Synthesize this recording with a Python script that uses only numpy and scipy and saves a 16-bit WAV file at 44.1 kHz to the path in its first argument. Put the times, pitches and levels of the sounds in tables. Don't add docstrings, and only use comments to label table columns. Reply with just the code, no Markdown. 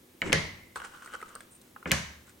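import sys
import numpy as np
from scipy import signal
from scipy.fft import rfft, irfft
from scipy.io import wavfile

SR = 44100
rng = np.random.default_rng(int(sys.argv[2]) if len(sys.argv) > 2 else 0)


def master(y):
    cut = np.clip(np.atleast_2d(y).T, -1, 1)
    pcm = np.round(cut * 32767)
    wavfile.write(sys.argv[1], SR, pcm.astype(np.int16))


N = 105840

# frequency in Hz, level in dB.
HISS_EQ = [(15, -56), (25, -21), (96, -7.5), (235, -10), (352, -5), (425, -14), (527, -10), (620, -16.5),
           (1250, -19.5), (1470, -22), (1780, -19.5), (4210, -23.5), (4570, -27), (4950, -25.5),
           (15800, -26.5)]
# frequency in Hz, level in dB.
HUM_TONES = [(200, -73), (246, -70), (400, -78), (508, -79.5)]
# frequency in Hz, left-right likeness (1 is mono).
HISS_IMAGE = [(60, 0.96), (250, 0.96), (700, 0.11), (3000, 0.067), (9000, 0.99)]
CLOSE_IMAGE = [(100, 1), (400, 1), (1500, 0.54), (5000, 0.15), (11000, 1)]
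SNAP_IMAGE = [(100, 0.75), (500, 0.11), (1500, 0.26), (5000, 0.26), (11000, 0.74)]
ROOM_IMAGE = [(60, 1), (150, 0.91), (300, 0.82), (600, 0.048), (2000, 0.16), (8000, 0.32), (12000, 1)]
# frequency in Hz, time to fall 60 dB in seconds.
ROOM_DECAY = [(60, 0.67), (160, 0.99), (420, 0.5), (1100, 0.61), (2900, 0.54), (6000, 0.5), (9000, 0.41),
              (15000, 0.42)]
# frequency in Hz, gain in dB.
ROOM_EQ = [(60, 15.5), (300, -12), (800, 3.5), (1600, -8.5), (2500, -1.5), (4500, -0.5), (7000, -1.5),
           (10000, 3), (15000, -16)]

# start in seconds, level in dB, pitch ratio, treble cutoff in Hz, low knock in dB.
EDGE_TAPS = [(0.218, 0, 1, 11900, -11.5), (0.2242, -11, 0.77, 2600, -7), (0.2621, -18, 0.62, 6050, -14),
             (0.2961, -14, 1, 2900, -12), (0.3212, -6, 1.16, 10000, -6.5),
             (1.8572, -10.5, 1.027, 2400, -6.5), (1.9099, -3, 1, 4200, -8.5)]
# start in seconds, level in dB.
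FINGER_THUDS = [(0.221, -14), (0.231, -10), (0.276, -9), (0.302, -4), (1.859, -12), (1.903, -12)]
# start and length in seconds, level in dB, treble cutoff in Hz.
PIECE_SLIDES = [(0.224, 0.11, -41, 8000), (0.25, 0.0447, -36.5, 8000), (1.863, 0.05, -39, 7000)]
# frequency in Hz, gain in dB.
TAP_EQ = [(200, -48), (800, -25), (1300, -13), (1800, -2), (2220, 11.5), (2550, -7.5), (2880, 6),
          (3400, -5), (4000, -6.5), (5800, -24), (7400, -16), (8800, -30), (16000, -35)]
KNOCK_EQ = [(40, -20.5), (100, -13.5), (180, 5), (300, -1.5), (420, -12.5), (540, 9), (700, -2), (1000, -2),
            (1700, 2), (2600, -14), (8000, -55)]
THUD_EQ = [(30, -21), (60, -15), (100, -1.5), (180, 2), (300, 1), (500, -14.5), (1500, -60), (8000, -82)]
SLIDE_EQ = [(40, -31), (100, -5), (170, -3.5), (370, 1), (600, -23), (900, -27), (2100, -16.5), (3000, -22),
            (4200, -32), (8000, -25), (16000, -58)]

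# start in seconds, then crack, room tail and low knock in dB.
SNAP_HITS = [(0.3290, 6.5, 6, 0), (1.9167, 5.5, 4, -1)]
# frequency in Hz, gain in dB for the first piece and for the second.
SNAP_EQ = [(200, -11.5, -22.5), (630, -4.5, -3), (784, -17, -14), (1420, -14, -8.5), (1554, -12.5, 0),
           (2110, 3.5, 2), (2460, 0, 6), (3150, -0.5, 1), (3250, -5, -1), (5100, -12, -7.5),
           (6030, -9.5, -0.5), (7940, -16.5, -5.5), (11170, -18.5, -10.5), (15000, -44, -17.5)]
# frequency in Hz, gain in dB.
SNAP_TAIL_EQ = [(60, -3), (300, 2.5), (600, 2.5), (1000, 12), (1600, 5), (2100, 2), (2500, -6), (3000, -3),
                (4500, 4.5), (6500, 0), (10000, -4.5), (15000, -14.5)]
# frequency in Hz, time to fall 60 dB in seconds,
# level in dB when struck at the first spot and at the second.
BOARD_MODES = [(75, 0.76, -51, -38), (91.8, 0.64, -35, -64), (110.3, 0.29, -40, -39),
               (135, 0.35, -37.5, -31), (154.7, 0.35, -25, -35.5), (166.9, 0.43, -32, -32),
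               (192.5, 0.405, -35.5, -39), (217.7, 0.33, -35, -32.5), (365, 0.2, -34.5, -40),
               (443.3, 0.29, -30.5, -44), (555, 0.14, -23.5, -57), (1706, 0.11, -22, -23.5),
               (1895, 0.49, -35.5, -49), (2040, 0.7, -37, -52), (2120, 0.56, -38, -46),
               (2175, 0.67, -54, -44), (2300, 0.35, -51, -40), (2570, 0.5, -60, -48),
               (2970, 0.49, -53, -41.5), (2960, 0.14, -42, -28)]
# frequency in Hz, gain in dB.
SHIMMER_EQ = [(1000, -50), (1850, -37), (2000, -21), (2100, -19), (2200, -26), (2400, -33), (4000, -67.5)]

# time in seconds, hollow rustle in dB, dry scrape in dB.
RUMMAGE_FADERS = [(0.746, -99, -79), (0.761, -45, -49.5), (0.805, -55, -61), (0.85, -42.5, -54.5),
                  (0.9, -64, -68.5), (0.95, -46.5, -62.5), (1.0, -57.5, -63), (1.059, -51.5, -56.5),
                  (1.115, -53, -68.5), (1.148, -40, -52), (1.175, -75, -64), (1.25, -63, -68),
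                  (1.289, -55.5, -56.5), (1.345, -56.5, -70), (1.421, -75, -71), (1.52, -104, -79)]
# start in seconds, hollow body in dB, its pitch ratio, sharp tick in dB.
LOOSE_CLICKS = [(0.7587, -9.5, 1.03, -21.5), (0.7644, -11.5, 0.91, -26), (0.7723, -17, 0.9, -25.5),
                (0.801, -15.5, 1.03, -33), (0.8178, -14, 1.01, -34), (0.84, -23.5, 1.32, -35),
                (0.845, -18.5, 0.91, -43), (0.854, -24, 1.06, -46), (1.022, -22.5, 0.96, -40),
                (1.047, -52, 0.92, -30), (1.060, -22.5, 0.85, -27), (1.075, -23.5, 1.28, -38),
                (1.137, -14.5, 1.04, -28), (1.144, -18, 1.04, -41), (1.1522, -11, 1, -43),
                (1.2032, -23, 1.05, -48), (1.215, -21, 1.32, -32), (1.2269, -12, 0.873, -30.5),
                (1.3525, -26, 0.94, -17), (1.3589, -16.5, 1.05, -41), (1.406, -21.5, 1.17, -27.5),
                (1.615, -50, 0.71, -31), (1.7624, -17.5, 0.97, -51), (1.8274, -21.5, 0.95, -41)]
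# start and length in seconds, level in dB.
FINGER_BRUSHES = [(1.605, 0.12, -71), (2.259, 0.057, -58)]
# frequency in Hz, gain in dB.
BOX_EQ = [(100, -29.5), (330, -20.5), (480, -7.5), (680, -18.5), (950, -11), (1140, -2.5), (1280, -3.5),
          (1450, 4.5), (1750, -11), (1950, -11.5), (2400, -22), (2980, -11), (3600, -23), (8000, -31),
          (16000, -83)]
SCRAPE_EQ = [(500, -38), (2000, 5), (3000, -4), (4800, -5.5), (7000, 0.5), (8200, 2.5), (9200, 1.5),
             (10500, -9.5), (16000, -39)]
TICK_EQ = [(500, -10), (1900, -13), (3000, -14), (4000, 1), (4800, -6.5), (5600, -0.5), (7000, -9),
           (8600, 7.5), (10500, -11), (16000, -15)]
DRAG_EQ = [(5000, -40), (7700, -12), (9000, 0), (9900, -22), (14000, -46)]


def amp(db):
    return 10 ** (np.asarray(db) / 20)


def curve_at(points, hz):
    freqs, values = np.transpose(points)
    return np.interp(np.log(hz + 1), np.log(freqs + 1), values)


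def unit_energy(x):
    return x / np.sqrt(np.sum(x ** 2, axis=1, keepdims=True) + 1e-20)


def unit_rms(x):
    return x / np.sqrt(np.mean(x ** 2) + 1e-20)


def add(mix, start, sound):
    part = mix[:, round(start * SR):][:, :sound.shape[1]]
    part += sound[:, :part.shape[1]]


def colour(x, eq, pitch=1, top_hz=SR):
    hz = abs(np.fft.fftfreq(4096, 1 / SR))
    gain = amp(curve_at(eq, hz / pitch)) / np.sqrt(1 + (hz / top_hz) ** 8)
    response = np.exp(np.conj(signal.hilbert(np.log(gain))))
    taps = np.fft.ifft(response).real[:2048]
    return signal.fftconvolve(x, taps[None], axes=1)[:, :x.shape[1]]


def noise(image, size):
    mid, side = rfft(rng.standard_normal((2, size)))
    likeness = np.clip(curve_at(image, np.fft.rfftfreq(size, 1 / SR)), -1, 1)
    mid, side = mid * np.sqrt(1 + likeness), side * np.sqrt(1 - likeness)
    return irfft(np.array([mid + side, mid - side]), size) / np.sqrt(2)


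def hit(eq, t60, crack, image=CLOSE_IMAGE, pitch=1, top_hz=SR):
    t = np.arange(SR) / SR
    ring = unit_energy(noise(image, SR) * amp(-60 * t / t60))
    strike = np.sqrt(1 - crack) * ring + np.sqrt(crack) * (t == 0)
    return unit_energy(colour(strike, eq, pitch, top_hz))


def slips(per_s=4000, spread_db=2.2):
    sizes = amp(spread_db * np.minimum(rng.exponential(1, N), 4))
    slipping = rng.random(N) < per_s / SR
    return sizes * slipping * (np.sqrt(2) * rng.standard_normal(N) + rng.standard_normal((2, N)))


def swell(start, length):
    return np.sin(np.pi * np.clip((np.arange(N) / SR - start) / length, 0, 1))


def room_tone(hiss_db=-59):
    t = np.arange(N) / SR
    hum = sum(amp(db) * np.sqrt(2) * np.sin(2 * np.pi * (hz * t + rng.random())) for hz, db in HUM_TONES)
    return amp(hiss_db) * unit_rms(colour(noise(HISS_IMAGE, N), HISS_EQ)) + hum


def knock():
    return hit(KNOCK_EQ, t60=0.13, crack=0.017)


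def placing():
    out = np.zeros((2, N))
    for start, db, pitch, top_hz, knock_db in EDGE_TAPS:
        add(out, start, amp(db) * hit(TAP_EQ, t60=0.024, crack=0.34, pitch=pitch, top_hz=top_hz))
        add(out, start, amp(knock_db) * knock())
    for start, db in FINGER_THUDS:
        add(out, start, amp(db) * hit(THUD_EQ, t60=0.12, crack=0.59))
    for start, length, db, top_hz in PIECE_SLIDES:
        size = round(length * SR)
        rub = colour(slips(per_s=4500), SLIDE_EQ, top_hz=top_hz)[:, :size]
        add(out, start, amp(db) * unit_rms(rub) * signal.windows.tukey(size, 0.5))
    return out


def room_tail(rise_s=0.00093):
    hz, frame_s, bands = signal.stft(noise(ROOM_IMAGE, SR), SR, nperseg=256)
    decay = amp(-60 * frame_s / curve_at(ROOM_DECAY, hz)[:, None])
    echo = signal.istft(bands * decay, SR, nperseg=256)[1]
    t = np.arange(echo.shape[1]) / SR
    return unit_energy(echo * (1 - np.exp(-(t / rise_s) ** 2)))


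def reverb(x, top_hz=SR):
    response = colour(room_tail(), ROOM_EQ, top_hz=top_hz)
    return signal.fftconvolve(x.mean(0)[None], response, axes=1)[:, :N]


def snaps(reflection_s=0.000963, reflection_db=-5, knock_lag_s=0.002885):
    out = np.zeros((2, N))
    for piece, (start, db, tail_db, knock_db) in enumerate(SNAP_HITS):
        eq = [(hz, gains[piece]) for hz, *gains in SNAP_EQ]
        for lag, drop_db in [(0, 0), (reflection_s, reflection_db)]:
            add(out, start + lag, amp(db + drop_db) * hit(eq, t60=0.018, crack=0.47, image=SNAP_IMAGE))
        tail = colour(colour(room_tail(), SNAP_TAIL_EQ), eq)
        add(out, start, amp(tail_db) * unit_energy(tail))
        add(out, start + knock_lag_s, amp(knock_db) * knock())
    return out


def board_boom(rise_s=0.0016, shimmer_db=-6.5):
    out, t = np.zeros((2, N)), np.arange(SR) / SR
    attack = 1 - np.exp(-t / rise_s)
    for spot, (start, *_) in enumerate(SNAP_HITS):
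        for hz, t60, *spot_db in BOARD_MODES:
            gap = np.arccos(np.clip(curve_at(ROOM_IMAGE, hz), -1, 1))
            phase = 2 * np.pi * rng.random() + np.array([[0.5], [-0.5]]) * gap * rng.choice([-1, 1])
            fade = amp(spot_db[spot] - 60 * t / t60)
            add(out, start, fade * attack * np.sin(2 * np.pi * hz * t + phase))
    shimmer = hit(SHIMMER_EQ, t60=0.94, crack=0, image=ROOM_IMAGE)
    add(out, SNAP_HITS[0][0], amp(shimmer_db) * shimmer)
    return out


def scratches(step_s=0.008, spread_db=3.5):
    steps = np.arange(0, N / SR, step_s)
    catch = amp(spread_db * np.interp(np.arange(N) / SR, steps, rng.standard_normal(len(steps))))
    return unit_rms(colour(catch * slips(), SCRAPE_EQ))


def rummaging():
    t = np.arange(N) / SR
    times, rustle_db, scrape_db = np.transpose(RUMMAGE_FADERS)
    rustle, scrape = unit_rms(colour(slips(), BOX_EQ)), scratches()
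    out = amp(np.interp(t, times, rustle_db)) * rustle + amp(np.interp(t, times, scrape_db)) * scrape
    out *= (t > times[0]) & (t < times[-1])
    for start, length, db in FINGER_BRUSHES:
        out += amp(db) * swell(start, length) * (scrape + amp(-1.5) * rustle)
    return out


def box_clicks(soft_hz=4300, db_per_octave=28, shape_spread_db=4):
    out, hz = np.zeros((2, N)), np.geomspace(500, 16000, 60)
    for start, body_db, pitch, tick_db in LOOSE_CLICKS:
        top_hz = soft_hz * 2 ** ((tick_db - body_db) / db_per_octave)
        add(out, start, amp(body_db) * hit(BOX_EQ, t60=0.023, crack=0.25, pitch=pitch, top_hz=top_hz))
        piece_db = curve_at(TICK_EQ, hz) + shape_spread_db * rng.standard_normal(len(hz))
        add(out, start, amp(tick_db) * hit(np.transpose([hz, piece_db]), t60=0.024, crack=0.095))
    return out


def drag(start_s=1.5, length_s=0.09, db=-55.5):
    return amp(db) * swell(start_s, length_s) * unit_rms(colour(slips(), DRAG_EQ))


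def scene(table_send_db=-3.5, box_send_db=-4.5):
    table = placing()
    box = box_clicks() + rummaging() + drag()
    echo = amp(table_send_db) * reverb(table) + amp(box_send_db) * reverb(box, top_hz=7000)
    return snaps() + table + box + board_boom() + echo + room_tone()


def record(dry):
    lowpass = signal.firwin(255, 16500, window=("kaiser", 9), fs=SR)
    return signal.oaconvolve(dry, lowpass[None], "same")


dry = scene()
out = record(dry)
master(out)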